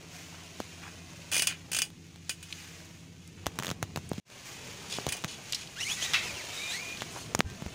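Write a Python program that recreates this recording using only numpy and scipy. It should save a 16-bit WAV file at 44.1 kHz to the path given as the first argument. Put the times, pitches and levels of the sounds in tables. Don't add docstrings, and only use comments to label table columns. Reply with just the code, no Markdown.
import sys
import numpy as np
from scipy import signal
from scipy.fft import rfft, irfft, next_fast_len
from scipy.io import wavfile
from scipy.ndimage import map_coordinates

SR = 44100
rng = np.random.default_rng(int(sys.argv[2]) if len(sys.argv) > 2 else 0)


def generate_wav(sig):
    pcm = np.round(np.clip(np.atleast_2d(sig).T, -1, 1) * 32767).astype(np.int16)
    wavfile.write(sys.argv[1], SR, pcm)


N = 341686
TIME = np.arange(N) / SR
YARD_END_S, RACK_START_S = 4.2, 4.25


def from_db(db):
    return 10 ** (np.asarray(db) / 20)


def unit_rms(x):
    return x / np.sqrt(np.mean(x ** 2) + 1e-20)


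def db_at(spectrum, hz):
    points_hz, db = np.transpose(spectrum)
    return np.interp(np.log(hz + 1e-3), np.log(points_hz), db)


def noise(spectrum):
    size = next_fast_len(N)
    hz = np.arange(size // 2 + 1) * SR / size
    skirts = np.minimum(hz / spectrum[0][0], 1) ** 2 / np.maximum(hz / spectrum[-1][0], 1) ** 2
    bins = rfft(rng.standard_normal(size)) * from_db(db_at(spectrum, hz)) * skirts
    return unit_rms(irfft(bins, size)[:N])


def drift(knots_per_s):
    knots = rng.standard_normal(N // 8)
    return np.interp(TIME * knots_per_s, np.arange(len(knots)), knots)


def add(track, start_s, sound):
    start = int(round(start_s * SR))
    track[start:start + len(sound)] += sound[:N - start]


def decay(t, t60_s):
    return (t >= 0) * from_db(-60 * np.maximum(t, 0) / t60_s)


def resonate(x, hz, width_hz):
    r = np.exp(-np.pi * width_hz / SR)
    feedback = [1, -2 * r * np.cos(2 * np.pi * hz / SR), r * r]
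    return signal.lfilter(np.array([1, 0, -1]) * (1 - r * r) / 2, feedback, x + 1e-18)


def noise_band(samples, hz, width_hz):
    return unit_rms(resonate(resonate(rng.standard_normal(samples), hz, width_hz), hz, 2 * hz))


def metal_ring(x, modes):
    return sum((-1) ** k * from_db(db) * resonate(x, hz, width_hz)
               for k, (hz, width_hz, db) in enumerate(modes))


# delay in seconds, gain in dB.
ECHOES = [(.0025, -11.5), (.0063, -9)]
def echoed(x, sway=0.1796):
    echoes = sum(from_db(db) * map_coordinates(x, [(TIME - delay_s * (1 + sway * drift(3))) * SR])
                 for delay_s, db in ECHOES)
    return unit_rms(x + echoes)


# frequency in Hz, width in Hz, gain in dB.
WHEEL_MODES = [(1530, 20, -5), (2455, 52, 2), (2705, 37, -6), (2917, 30, 1), (2993, 33, -3), (3100, 22, -6),
               (3394, 20, -3), (4850, 32, -2.5), (5160, 41, -15), (5550, 63, -11), (6240, 64, -0.5),
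               (6700, 38, 3), (6900, 26, 2), (8050, 16, -7), (8470, 78, -6), (9060, 18, -10),
               (9500, 73, -5), (10400, 110, -1)]
def wheel_ring(x):
    return metal_ring(x, WHEEL_MODES)


# frequency in Hz, relative density in dB.
NYLON_SPECTRUM = [(700, -9), (1400, -5), (2500, 2), (3600, -1.5), (5000, -3), (6600, -1), (8000, -9),
                  (10000, -12), (12500, -22), (15200, -14), (16000, -57)]
# time in seconds, level in dB.
RUSTLE = [(0, -53.5), (0.72, -49.5), (0.96, -53.5), (1.26, -52), (1.38, -50.5), (1.9, -61),
          (2.29, -57.5), (2.56, -49), (3.14, -60), (3.66, -55.5), (3.8, -59), (4.19, -52.5),
          (4.27, -53.5), (4.37, -51), (4.56, -48.5), (5.13, -44.5), (5.27, -50.5), (5.54, -46),
          (5.82, -53.5), (5.99, -38), (6.4, -43), (6.75, -41), (7.42, -52.5), (7.74, -49)]
def jacket_rustle(grain_db=2, swell_db=1, frame_db=-2):
    times_s, level_db = np.transpose(RUSTLE)
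    cloth = noise(NYLON_SPECTRUM) * from_db(grain_db * drift(700) + swell_db * drift(18))
    frame = from_db(frame_db) * wheel_ring(noise(NYLON_SPECTRUM))
    return from_db(np.interp(TIME, times_s, level_db)) * echoed(cloth + frame)


# frequency in Hz, relative density in dB.
SCUFF_SPECTRUM = [(120, -28), (300, -0.5), (480, 4.5), (1000, -0.5), (1600, -7), (3000, -11.5)]
RUMBLE_SPECTRUM = [(20, -9), (40, -12), (75, -1), (110, 3.5), (180, 0.5), (280, -4.5), (450, -10.5),
                   (900, -47)]
# time in seconds, relative scuff and rumble levels in dB.
GROUND = [(0, -58.5, -54), (1.73, -61.5, -52), (1.97, -71, -52), (2.3, -70, -55.5), (2.75, -61, -54.5),
          (3.33, -71.5, -53.5), (3.57, -56.5, -53), (4.03, -64.5, -49), (4.19, -59, -52),
          (4.27, -62, -59), (4.69, -53.5, -52.5), (4.94, -51, -52.5), (5.49, -57, -54.5),
          (5.89, -60, -54), (6.19, -50.5, -50), (6.73, -53, -56), (7.42, -56, -45), (7.74, -53.5, -50.5)]
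def soles_and_tyres(grit_db=3, scuff_trim_db=1.5, early_db=-3, later_db=1, louder_from_s=3.3):
    times_s, scuff_db, rumble_db = np.transpose(GROUND)
    grit = echoed(noise(SCUFF_SPECTRUM) * from_db(grit_db * drift(150)))
    scuff = from_db(np.interp(TIME, times_s, scuff_db) + scuff_trim_db) * grit
    step_db = np.where(TIME < louder_from_s, early_db, later_db)
    rumble = from_db(np.interp(TIME, times_s, rumble_db) + step_db) * noise(RUMBLE_SPECTRUM)
    return scuff + rumble


# frequency in Hz, rms level in dB.
MOTOR_TONES = [(87.5, -57.5), (110, -70), (163, -56.5), (174, -61.5), (264, -65), (328.4, -66)]
def motor_hum(wander=0.00623, waver_db=1):
    out = np.zeros(N)
    for hz, db in MOTOR_TONES:
        amplitude = np.sqrt(2) * from_db(db + waver_db * drift(7.26))
        pitch_hz = hz * (1 + wander * drift(4.06))
        out += amplitude * np.sin(2 * np.pi * np.cumsum(pitch_hz) / SR)
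    return out * (TIME < YARD_END_S)


# start in seconds, length in seconds, peak level in dB.
RUBS = [(0.086, 0.35, -50), (1.155, 0.046, -53), (2.484, 0.67, -53), (4.439, 0.15, -45.5)]
# frequency in Hz, relative density in dB.
RUB_SPECTRUM = [(1200, 0), (2300, 6.5), (4000, -3), (6500, 4.5), (9000, -7), (12500, -12), (15200, -8),
                (16000, -19)]
def hand_rubs(peak_share=0.19, grain_db=2):
    pressure = np.zeros(N)
    for start_s, length_s, db in RUBS:
        pressure += from_db(db) * np.interp((TIME - start_s) / length_s, [0, peak_share, 1], [0, 1, 0])
    return pressure * echoed(noise(RUB_SPECTRUM) * from_db(grain_db * drift(700)))


# start and length in seconds, relative level in dB, centre in Hz.
SLIDES = [(.322, 0.079, -54, 800), (.818, 0.056, -47.5, 990), (1.498, 0.028, -40.5, 1740),
          (3.373, 0.0092, -53, 1230), (4.898, 0.057, -38.5, 3300), (5.278, 0.049, -43, 3180),
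          (5.573, 0.053, -46, 3070), (5.801, 0.15, -41.5, 4630), (6.019, 0.026, -41, 4250),
          (7.109, 0.12, -50.5, 5370), (7.151, 0.018, -39.5, 624)]
def slides(rise_s=0.0011, fade_s=0.12, grain_db=4.5, ring_db=7, direct_db=-3):
    friction, t = np.zeros(N), TIME[:SR // 3]
    for start_s, length_s, db, hz in SLIDES:
        rise = 1 - np.exp(-t / rise_s)
        fall = decay(np.maximum(t - 0.98 * length_s, 0), fade_s + length_s)
        add(friction, start_s, from_db(db) * noise_band(len(t), hz, 1.1 * hz) * rise * fall)
    friction *= from_db(grain_db * drift(600))
    return from_db(direct_db) * friction + from_db(ring_db) * wheel_ring(friction)


# frequency in Hz, relative density in dB.
CRACK_SPECTRUM = [(500, 5), (1300, 2.5), (2400, -1), (3500, 0), (5000, -7), (6500, 0.5), (8500, -12),
                  (11500, -15), (15500, -15.5)]
def cable_and_grit_ticks(per_s=4, level_db=-48, spread_db=3, t60_s=0.0083):
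    onsets = rng.random(N) < per_s / SR
    impulses = onsets * from_db(level_db + spread_db * rng.standard_normal(N))
    envelope = signal.lfilter([1], [1, -decay(1 / SR, t60_s)], impulses + 1e-18)
    return envelope * noise(CRACK_SPECTRUM)


# start in seconds, crack in dB, push in dB, push in Hz, thump in dB.
KNOCKS = [(0.6027, -27.5, -19, 456, -35), (3.460, -30, -32, 905, -32.5), (3.4672, -17, -13.5, 1700, -41),
          (3.5891, -18.5, -23.5, 1340, -47), (3.599, -28, -21, 1310, -25.5), (3.828, -18.5, -19, 1320, -24),
          (3.9608, -21, -22.5, 850, -31), (3.9736, -26, -24, 604, -23.5), (4.1164, -39, -16, 415, -23.5),
          (4.1332, -31.5, -31, 895, -35), (4.181, -37, -35, 493, -25), (4.9862, -38, -18, 620, -36),
          (5.067, -20.5, -22, 470, -22.5), (5.081, -40, -24, 1000, -23), (5.240, -29, -20.5, 900, -39),
          (5.2457, -20.5, -18, 960, -23.5), (7.0204, -27, -17, 1030, -56), (7.3498, -15.5, -20, 800, -23),
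          (7.392, -18, -20, 447, -16.5), (7.4056, -24, -2, 1800, -38), (7.501, -36, -46, 900, -41),
          (7.622, -34.5, -25, 680, -26), (7.6634, -33.5, -26, 880, -33)]
def case_knocks(slips, crack_t60_s=0.0049, rattle_db=-21, rattle_t60_s=0.083,
                thump_hz=145, thump_t60_s=0.034, crack_lead_s=0.0003, thump_lag_s=0.00081):
    shell, cracks, t = np.zeros(N), np.zeros(N), TIME[:SR // 10]
    crack_envelope = decay(t, crack_t60_s) + from_db(rattle_db) * decay(t, rattle_t60_s)
    for start_s, crack_db, push_db, push_hz, thump_db in slips:
        cycles = push_hz * t
        swing = np.sin(2 * np.pi * cycles) * decay(t, 0.99 / push_hz) * (1 - np.exp(-5 * cycles))
        detune = from_db(rng.normal(0, 2.85))
        thump = np.sin(2 * np.pi * thump_hz * detune * t) * decay(t, thump_t60_s)
        add(cracks, start_s - crack_lead_s, from_db(crack_db) * crack_envelope)
        add(shell, start_s, from_db(push_db) * swing / swing.max())
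        add(shell, start_s + thump_lag_s, -from_db(thump_db) * thump)
    highpass = signal.butter(2, 85, "high", fs=SR, output="sos")
    return signal.sosfilt(highpass, shell + cracks * noise(CRACK_SPECTRUM))


# start and length in seconds, pawl drops, share of speed left, level in dB.
SPINS = [(1.3155, .0785, 8, 0.45, -17.5), (1.716, .1024, 6, .33, -18)]
def coasting_drops(full_speed_loss_db=7.5):
    drops = []
    for start_s, length_s, teeth, speed_left, db in SPINS:
        speed = np.sqrt(1 - (1 - speed_left ** 2) * np.linspace(0, 1, teeth))
        progress = (1 - speed) / (1 - speed_left)
        drops += zip(start_s + length_s * progress, db - full_speed_loss_db * speed ** 3)
    return drops


# start in seconds, relative level in dB.
LONE_DROPS = [(1.4203, -16), (1.4702, -16), (2.2934, -21.5), (2.427, -36.5), (5.088, -24.5), (5.122, -22),
              (5.167, -34.5)]
# frequency in Hz, relative density in dB.
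PAWL_SPECTRUM = [(180, -47), (300, -12.5), (1360, -13.5), (1480, -11), (1780, -8), (2980, -3),
                 (4090, -11.5), (4670, -3), (6850, -9.5), (7570, -8.5), (9090, -5), (11700, -17.5),
                 (15000, -17), (16000, -13)]
def freewheel(snap_t60_s=0.014, second_pawl_s=0.0012, rebound_s=0.0044, rebound_db=-8,
              tail_db=-9, tail_t60_s=0.132, ring_db=7, direct_db=-3):
    power, t = np.zeros(N), TIME[:SR // 4]
    pawls = 0.28 * decay(t, snap_t60_s) + decay(t - second_pawl_s, snap_t60_s)
    rebound = from_db(rebound_db) * decay(t - rebound_s, snap_t60_s)
    tail = from_db(tail_db) * decay(t, tail_t60_s)
    for start_s, db in LONE_DROPS + coasting_drops():
        add(power, start_s, from_db(db) ** 2 * ((pawls + rebound) ** 2 + tail ** 2))
    ticks = np.sqrt(power) * noise(PAWL_SPECTRUM)
    return from_db(direct_db) * ticks + from_db(ring_db) * wheel_ring(ticks)


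# start in seconds, level in dB, T60 in seconds, centre in Hz.
CLACKS = [(2.526, -27, 0.019, 3060), (3.276, -39, 0.0089, 6000), (4.091, -39, 0.018, 7640),
          (5.2235, -36, 0.0047, 7000), (5.5236, -20, 0.017, 4700), (5.532, -23, 0.022, 2900),
          (5.546, -26, 0.06, 4400), (5.673, -39, 0.026, 3460), (6.972, -35.5, 0.042, 3200),
          (7.006, -35.5, 0.044, 3180), (7.024, -36.5, .03, 2140), (7.3503, -13, 0.0047, 5700)]
def lever_clacks(width_share=0.38):
    out, t = np.zeros(N), TIME[:SR // 8]
    for start_s, db, t60_s, hz in CLACKS:
        add(out, start_s, from_db(db) * noise_band(len(t), hz, hz * width_share) * decay(t, t60_s))
    return out


# start in seconds, level in dB, frequency in Hz.
BUMPS = [(3.468, -26.5, 72), (3.829, -25, 94), (6.33, -37, 80), (7.374, -35, 112), (7.445, -19, 67),
         (7.459, -21, 89), (7.659, -26.5, 76.4)]
def ground_bumps(t60_s=0.074, rise_s=0.0049):
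    out, t = np.zeros(N), TIME[:SR // 4]
    envelope = decay(t, t60_s) * (1 - np.exp(-t / rise_s))
    for start_s, db, hz in BUMPS:
        add(out, start_s, from_db(db) * np.sin(2 * np.pi * hz * t) * envelope)
    return out


def case_creak(start_s=3.624, count=9, slips_per_s=89, push_hz=1160, uneven_s=0.0007, uneven_db=0.5):
    slips = []
    for k, grip in enumerate(np.linspace(0, 1, count)):
        slip_s = start_s + k / slips_per_s + rng.normal(0, uneven_s)
        crack_db = rng.normal(-25, uneven_db)
        push_db = rng.normal(-30 + 2 * grip, uneven_db)
        thump_db = -44.5 + 21 * grip
        slips.append((slip_s, crack_db, push_db, push_hz, thump_db))
    return case_knocks(slips)


# start and length in seconds, first and last thread rate in Hz, level in dB.
STROKES = [(5.761, .06, 1290, 2100, -38.5), (5.802, 0.045, 2500, 3050, -34.5),
           (5.838, 0.086, 1850, 2600, -39.5), (5.884, 0.063, 2570, 3670, -32.5),
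           (5.904, 0.037, 3500, 5700, -41.5), (5.968, .15, 1950, 1800, -41.5),
           (6.014, 0.055, 2900, 3800, -32.5), (6.24, 0.092, 2650, 2200, -41),
           (6.344, 0.087, 3200, 1600, -43.5), (6.522, 0.23, 3660, 3500, -42.5),
           (6.69, 0.089, 3500, 4300, -37), (6.703, 0.11, 1530, 2300, -40),
           (7.177, 0.065, 4200, 4200, -46.5)]
def sleeve_zips(overtone_db=-3.5, rasp_db=-4, mid_speedup=0.046, jitter=0.035, flutter_db=4):
    out, hiss = np.zeros(N), noise(NYLON_SPECTRUM)
    for start_s, length_s, first_hz, last_hz, db in STROKES:
        on = (TIME > start_s) & (TIME < start_s + length_s)
        progress = (TIME[on] - start_s) / length_s
        arch = np.abs(np.sin(np.pi * progress))
        pitch_hz = (first_hz + (last_hz - first_hz) * progress) * (1 + mid_speedup * arch)
        phase = 2 * np.pi * np.cumsum(pitch_hz * (1 + jitter * drift(1500)[on])) / SR
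        tone = 0
        for k in range(1, 5):
            harmonic_db = db_at(NYLON_SPECTRUM, k * pitch_hz) + overtone_db * (k - 1)
            tone += from_db(harmonic_db + flutter_db * drift(300)[on]) * np.sin(k * phase)
        rasp = from_db(rasp_db) * hiss[on] * (1 + np.cos(phase)) / 2
        out[on] += from_db(db) * arch ** 0.39 * (tone + rasp)
    return out


# start in seconds, relative level in dB, T60 in seconds.
JOLTS = [(6.135, -17.5, 0.065), (6.142, -20, 0.045), (6.151, -27, 0.38)]
# frequency in Hz, relative density in dB.
JOLT_SPECTRUM = [(350, -59), (600, -31), (1440, -11), (1650, -18), (1940, -1.5), (2310, -5.5), (2600, -9),
                 (3100, -7), (4060, -11.5), (15000, -42)]
# frequency in Hz, width in Hz, gain in dB.
RACK_MODES = [(1490, 110, -19), (2170, 36, 1), (2420, 30, -18), (2655, 26, 8), (2810, 24, -11),
              (3160, 25, -4), (3815, 14, 2), (3890, 34, -8), (5350, 140, -12), (6060, 67, -14)]
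def rack_jolt(ring_db=5, direct_db=-2):
    envelope = np.zeros(N)
    for start_s, db, t60_s in JOLTS:
        add(envelope, start_s, from_db(db) * decay(TIME[:SR // 3], t60_s))
    clash = envelope * noise(JOLT_SPECTRUM)
    return from_db(direct_db) * clash + from_db(ring_db) * metal_ring(clash, RACK_MODES)


# start in seconds, length in seconds, level in dB.
SQUEALS = [(6.588, .13, -38), (6.762, 0.21, -40)]
def brake_squeal(settled_hz=2440, flat_hz=295, settle_s=0.03, jitter=0.018, flutter_db=3):
    out = np.zeros(N)
    for start_s, length_s, db in SQUEALS:
        on = (TIME > start_s) & (TIME < start_s + length_s)
        t = TIME[on] - start_s
        pitch_hz = (settled_hz - flat_hz * np.exp(-t / settle_s)) * (1 + jitter * drift(1500)[on])
        tone = np.sin(2 * np.pi * np.cumsum(pitch_hz) / SR)
        swell = np.sqrt(np.abs(np.sin(np.pi * t / length_s)))
        out[on] += from_db(db + flutter_db * drift(220)[on]) * swell * tone
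    return out


# frequency in Hz, level in dB, T60 in seconds.
STEEL_PARTIALS = [(1570, -46, 0.43), (1820, -57, .6), (2439, -69, 0.77)]
def steel_ring(start_s=7.445, rise_s=0.02):
    t = np.maximum(TIME - start_s, 0)
    ring = sum(from_db(db) * np.sin(2 * np.pi * hz * t) * decay(t, t60_s)
               for hz, db, t60_s in STEEL_PARTIALS)
    return (1 - np.exp(-t / rise_s)) * ring


def scene():
    background = jacket_rustle() + soles_and_tyres() + motor_hum()
    handling = hand_rubs() + slides() + cable_and_grit_ticks() + case_knocks(KNOCKS)
    wheeling = freewheel() + lever_clacks() + ground_bumps() + case_creak()
    parking = sleeve_zips() + rack_jolt() + brake_squeal() + steel_ring()
    return (background + handling + wheeling + parking)[None]


def record(dry, limit_db=-11, attack_s=0.0043, release_db_per_s=110,
           gap_gain=0.02, fade_in_s=0.071, cutoff_hz=16500):
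    over_db = np.maximum(20 * np.log10(np.abs(dry[0]) + 1e-9) - limit_db, 0)
    release_db = release_db_per_s * TIME
    held_db = np.maximum.accumulate(over_db + release_db) - release_db
    pole = np.exp(-1 / (attack_s * SR))
    limiter_gain = from_db(-signal.lfilter([1 - pole], [1, -pole], held_db))
    gate = (TIME < YARD_END_S) + np.clip((TIME - RACK_START_S) / fade_in_s, 0, 1)
    lowpass = signal.cheby2(14, 60, cutoff_hz, fs=SR, output="sos")
    return signal.sosfilt(lowpass, dry * limiter_gain * np.maximum(gate, gap_gain))


dry = scene()
out = record(dry)
generate_wav(out)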